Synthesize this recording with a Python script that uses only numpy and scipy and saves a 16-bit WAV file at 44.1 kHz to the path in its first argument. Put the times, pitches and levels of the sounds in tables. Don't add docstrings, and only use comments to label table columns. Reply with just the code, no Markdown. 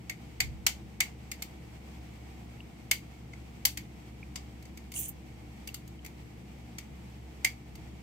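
import sys
import numpy as np
from scipy import signal
from scipy.fft import rfft, irfft
from scipy.io import wavfile
from scipy.ndimage import uniform_filter1d

SR = 44100
rng = np.random.default_rng(int(sys.argv[2]) if len(sys.argv) > 2 else 0)


def pcm_store(signal):
    levels = np.round(np.clip(np.atleast_2d(signal), -1, 1) * 32767)
    wavfile.write(sys.argv[1], SR, levels.astype(np.int16).T)


N = 354034
T = np.arange(N) / SR

# (extra treble, in full from 12 kHz)
COIL_SLIPS = [(0.095, -40.5, 0.5, -3.5), (0.4022, -29, -1.2, -2), (0.6641, -22.8, -8.5, -2.5),
              (1.003, -27, -1.2, -2), (1.314, -41, -2.5, 0), (1.4209, -39.5, -8.5, 1.5),
              (2.9111, -25.5, -6, 2), (3.3325, -60, 4.5, -16), (3.6511, -23, -12.5, 2.5),
              (3.7718, -40.5, -3, 0), (4.3564, -40.3, -9.5, -8), (4.6236, -59.7, -8, -1),
              (4.652, -59.5, -6, -4), (4.7722, -53.5, -2.5, 0), (4.9172, -50, -12, 2),
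              (4.938, -49, -11, -2), (5.6728, -45.5, -8, 3), (5.7418, -42.5, -14, 2.5),
              (5.875, -59.5, -18, 3), (6.0465, -53.6, -1.5, 2), (6.0606, -51, -3.5, 2),
              (6.7828, -43.5, -6.5, -4), (7.4451, -27.5, -0.5, -1), (7.7524, -55.8, -7, -1.6)]


def ticks(mix):
    for start_s, level_db, ring_db, bright_db in COIL_SLIPS:
        place = standing_waves(depth_db=2.0, spacing_hz=189.7, full_hz=1500)
        add(mix, start_s, in_unit(tick(level_db, ring_db, bright_db), place))


TICK_PAN_DB = 1.5
USUAL_TICK_DB, USUAL_KNOCK_DB = -41.5, 0.6
KNOCK_LOSS_BY_LEVEL, KNOCK_LOSS_BY_BRIGHTNESS = 0.16, 0.54


def tick(level_db, ring_db, bright_db, rise_s=0.0032, sharpness=1.96,
         rattle_db=-10.0, rattle_t60_s=0.074, wet_db=1.1, size=16384):
    t = np.arange(size) / SR
    hz = abs(np.fft.fftfreq(size, 1 / SR))
    swarm = (t / rise_s * np.exp(1 - t / rise_s)) ** sharpness
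    rattle = amp(rattle_db - 60 * (t - rise_s) / rattle_t60_s) * np.minimum(t / rise_s, 1) ** 2
    shape = np.hypot(swarm, rattle)
    shape /= np.sqrt(np.mean(shape[t < 0.015] ** 2))
    crack = np.fft.fft(rng.standard_normal((2, size)) * shape)
    band_level = np.sqrt(uniform_filter1d(abs(crack) ** 2, size=300, mode="wrap"))
    crack *= causal(np.linalg.norm(shape) / band_level)
    heard = crack + amp(wet_db) * np.fft.fft(room_tail(t))
    level_loss_db = KNOCK_LOSS_BY_LEVEL * (level_db - USUAL_TICK_DB)
    knock_db = USUAL_KNOCK_DB - level_loss_db - KNOCK_LOSS_BY_BRIGHTNESS * bright_db
    colour = causal(tick_colour(hz, knock_db, ring_db, bright_db))
    return amp(level_db) * panned(TICK_PAN_DB) * np.fft.ifft(heard * colour).real


# pitch_hz, relative level_db
COIL_COLOUR = [(420.0, -30), (760.0, -18.5), (1300.0, -21), (1750.0, -13.5), (2200.0, 4.5), (2750.0, -12),
               (3800.0, -14.5), (4650.0, -7.5), (5300.0, -13.5), (6400.0, -8.5), (7800.0, -10.5),
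               (10000.0, -17.5), (12000.0, -14.5), (15000.0, -16)]
# pitch_hz, width_hz, peak_db
CASING_MODES = [(758, 57, 5), (1515, 69, 2), (1820, 120, 5), (2090, 300, 4.5), (2715, 85, 5),
                (3060, 250, 3.5), (3603, 80, 7.5), (4500, 72, 2), (4670, 110, 3), (5640, 90, 2),
                (5850, 110, 3), (6700, 100, 3.5), (7550, 240, 3.5), (8660, 130, 4), (11600, 280, 5.5),
                (13430, 290, 7.5)]


def tick_colour(hz, knock_db, ring_db, bright_db):
    modes_db = sum(peak_db / (1 + (2 * (hz - mode_hz) / width_hz) ** 2)
                   for mode_hz, width_hz, peak_db in CASING_MODES)
    own_points = [(1400, knock_db), (1900, ring_db), (2400, ring_db), (2800, 0), (7500, 0), (12000, bright_db)]
    colour = amp(read(COIL_COLOUR, hz) + modes_db + read(own_points, hz))
    return colour / np.sqrt(np.mean(colour ** 2 * (hz > 3000) * (hz < 9000)))


# pitch_hz, start_db (relative), t60_s
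ROOM_ECHO = [(710, 3.5, 0.13), (2200, -5.5, 0.17), (2980, -3, 0.18), (5000, -6.5, 0.18), (8000, -10, 0.19),
             (14000, -8.5, 0.17)]


def room_tail(t, build_up_s=0.015, steepness=0.98):
    hz, at_s, grid = signal.stft(rng.standard_normal((2, len(t))), SR, nperseg=256)
    room = np.array(ROOM_ECHO)
    start_db = read(room[:, [0, 1]], hz)[:, None]
    t60_s = read(room[:, [0, 2]], hz)[:, None]
    decay = np.exp(-np.log(1000) * at_s / t60_s)
    tail = signal.istft(grid * amp(start_db) * decay, SR, nperseg=256)[1]
    return tail[:, :len(t)] * np.minimum(t / build_up_s, 1) ** steepness


# start_s, peak_db (before standing waves), pitch_hz (at onset)
BUBBLES = [(2.6045, -40, 2780), (4.2295, -39, 2370), (4.9627, -33.5, 2850), (5.689, -33, 2740),
           (5.9918, -46.5, 2980)]


def blips(mix):
    for start_s, peak_db, pitch_hz in BUBBLES:
        add(mix, start_s, blip(peak_db, pitch_hz))


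def blip(peak_db, pitch_hz, glide=1.3, swell_s=0.0012):
    t = np.arange(0, 0.04, 1 / SR)
    turns = pitch_hz * t * (1 + glide * t) + rng.random((2, 1))
    swell = t / swell_s * np.exp(1 - t / swell_s)
    return amp(peak_db) * swell * np.sin(2 * np.pi * turns)


# pitch_hz, relative level_db
LOWER_HISS = [(1500, -28), (3000, -7), (3800, -18), (4800, -22), (5400, -17), (6500, 0), (9800, 1.5),
              (11500, -5), (15000, -19)]
UPPER_HISS = [(6000, -39), (10500, -30), (12000, 3), (12900, -1.5), (14300, 9), (16000, -5)]
# start_s, peak_db (over the flow), t60_s
GAS_SQUIRTS = [(4.986, 6.5, 0.26), (5.081, 8.5, 0.22)]
UPPER_HISS_DB = -12


def fizz(grain_db=1.1, grains_per_s=400, lump_db=0.8, lumps_per_s=110, pan_db=-3.4):
    flow = spurt_flow()
    upper_flow = flow * np.hypot(amp(UPPER_HISS_DB), surges(GAS_SQUIRTS, attack_s=0.007))
    hiss = np.zeros((2, N))
    for level, colour in [(flow, LOWER_HISS), (upper_flow, UPPER_HISS)]:
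        lumps = amp(lump_db * wander(lumps_per_s))
        hiss += level * lumps * evened(noise(colour))
    return panned(pan_db) * hiss * amp(grain_db * wander(grains_per_s))


def spurt_flow(start_s=4.935, level_db=-36.5, attack_s=0.034, hold_s=0.12, release_s=0.072, sag_db_per_s=72):
    held_s = T - start_s - attack_s
    attack = np.clip((T - start_s) / attack_s, 0, 1)
    sag = amp(level_db - sag_db_per_s * np.maximum(held_s, 0))
    shut = np.exp(-np.log(100) * np.maximum(held_s - hold_s, 0) / release_s)
    return attack * sag * shut


# pitch_hz, level_db (rms, before wavering), pan_db (left minus right)
MACHINE_TONES = [(48, -67.5, 5), (59.8, -67, -7), (66.5, -51.5, 0), (117.5, -56.5, 0.2), (119.9, -61, 4.5),
                 (132.2, -65.5, 3.5), (176.5, -63, 2), (207, -62.5, 4), (239.1, -62.5, 7),
                 (298.7, -62.5, 4)]


def hum(waver_db=1.17, drift_turns=0.035, wavers_per_s=2.52):
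    out = np.zeros((2, N))
    for pitch_hz, level_db, pan_db in MACHINE_TONES:
        turns = pitch_hz * T + drift_turns * wander(wavers_per_s) + rng.random()
        level = np.sqrt(2) * amp(level_db + waver_db * wander(wavers_per_s))
        out += panned(pan_db) * level * np.sin(2 * np.pi * turns)
    return out


# pitch_hz, relative level_db (per Hz)
AIR_COLOUR = [(580, -89.5), (760, -84.5), (1050, -93.5), (1600, -98), (2200, -90.5), (2500, -94.5),
              (4000, -102.2), (4550, -101.4), (5200, -102.9), (6900, -105.1), (8000, -104.1),
              (9500, -113.2), (12000, -109.3), (15200, -112.9)]


def air(level_db=-0.9, lean_s=2.1, lean_width_s=0.69, lean_db=1.8, flutter_db=1.0, flutters_per_s=25):
    near_db = lean_db * np.exp(-((T - lean_s) / lean_width_s) ** 2)
    return noise(AIR_COLOUR, low_hz=536) * amp(level_db + near_db + flutter_db * wander(flutters_per_s))


# pitch_hz, level_db (per Hz)
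DRONE_COLOUR = [(20, -88), (40, -91), (70, -73), (90, -83.5), (130, -73), (230, -75.5), (270, -85.5),
                (330, -76), (380, -87.0), (470, -83.5), (600, -95)]


def drone(apart_hz=620, lag_s=0.00027):
    hz = np.fft.rfftfreq(N, 1 / SR)
    right, other = rfft(noise(DRONE_COLOUR, low_hz=33, high_hz=554))
    same = np.exp(-(hz / apart_hz) ** 2)
    delayed = right * np.exp(-2j * np.pi * hz * lag_s)
    left = same * delayed + np.sqrt(1 - same ** 2) * other
    return irfft(np.array([left, right]), N)


# pitch_hz, relative level_db
RUMBLE_COLOUR = [(15, -18), (40, -4), (65, -4), (140, -7), (220, -27), (600, -35.5), (2000, -74)]
# start_s, peak_db, t60_s
GRIP_SHIFTS = [(0.38, -42.5, 1.55), (5.0, -53, 1.2), (7.66, -54, 2.6)]


def handling(apart=0.73):
    common, difference = noise(RUMBLE_COLOUR, low_hz=40)
    ports = np.array([common + apart * difference, common - apart * difference])
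    return evened(ports) * surges(GRIP_SHIFTS, attack_s=0.072)


def standing_waves(depth_db=1.84, spacing_hz=70, full_hz=5000):
    hz = np.arange(0, SR / 2 + 1, spacing_hz)
    pattern = rng.standard_normal((2, len(hz)))
    return [np.column_stack([hz, depth_db * np.minimum(hz / full_hz, 1) * port]) for port in pattern]


def in_unit(x, waves):
    hz = abs(np.fft.fftfreq(4096, 1 / SR))
    gain = amp([read(port, hz) for port in waves])
    response = np.fft.ifft(causal(gain)).real
    return signal.oaconvolve(x, response, axes=1)[:, :N]


def causal(gain):
    return np.exp(np.conj(signal.hilbert(np.log(gain + 1e-9))))


def surges(rows, attack_s):
    total = np.zeros(N)
    for start_s, peak_db, t60_s in rows:
        rise = np.clip((T - start_s) / attack_s, 0, 1)
        decay = np.exp(-np.log(1000) * np.maximum(T - start_s - attack_s, 0) / t60_s)
        total += rise * amp(peak_db) * decay
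    return total


def noise(spectrum, low_hz=0, high_hz=SR):
    hz = np.fft.rfftfreq(N, 1 / SR) + 1e-3
    edges = np.sqrt((1 + (low_hz / hz) ** 12) * (1 + (hz / high_hz) ** 12))
    white = rfft(rng.standard_normal((2, N)))
    return irfft(white * amp(read(spectrum, hz)) / edges, N) * np.sqrt(SR / 2)


def wander(per_s):
    at_s = np.arange(0, T[-1] + 1, 1 / per_s)
    return evened(np.interp(T, at_s, rng.standard_normal(len(at_s))))


def amp(db):
    return 10 ** (np.asarray(db) / 20)


def evened(x):
    return x / np.sqrt(np.mean(x ** 2) + 1e-20)


def read(points, hz):
    point_hz, value = np.transpose(points)
    return np.interp(np.log(hz + 1), np.log(point_hz + 1), value)


def panned(db):
    return evened(amp([[db / 2], [-db / 2]]))


def add(mix, start_s, sound):
    part = mix[:, round(start_s * SR):][:, :sound.shape[1]]
    part += sound[:, :part.shape[1]]


def scene():
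    waves = standing_waves()
    inside = air() + fizz()
    ticks(inside)
    blips(inside)
    return in_unit(inside, waves) + hum() + drone() + handling()


def record(dry):
    low_pass = signal.firwin(255, 15750, window=("kaiser", 9), fs=SR)
    return signal.oaconvolve(dry, low_pass[None], "same")


dry = scene()
out = record(dry)
pcm_store(out)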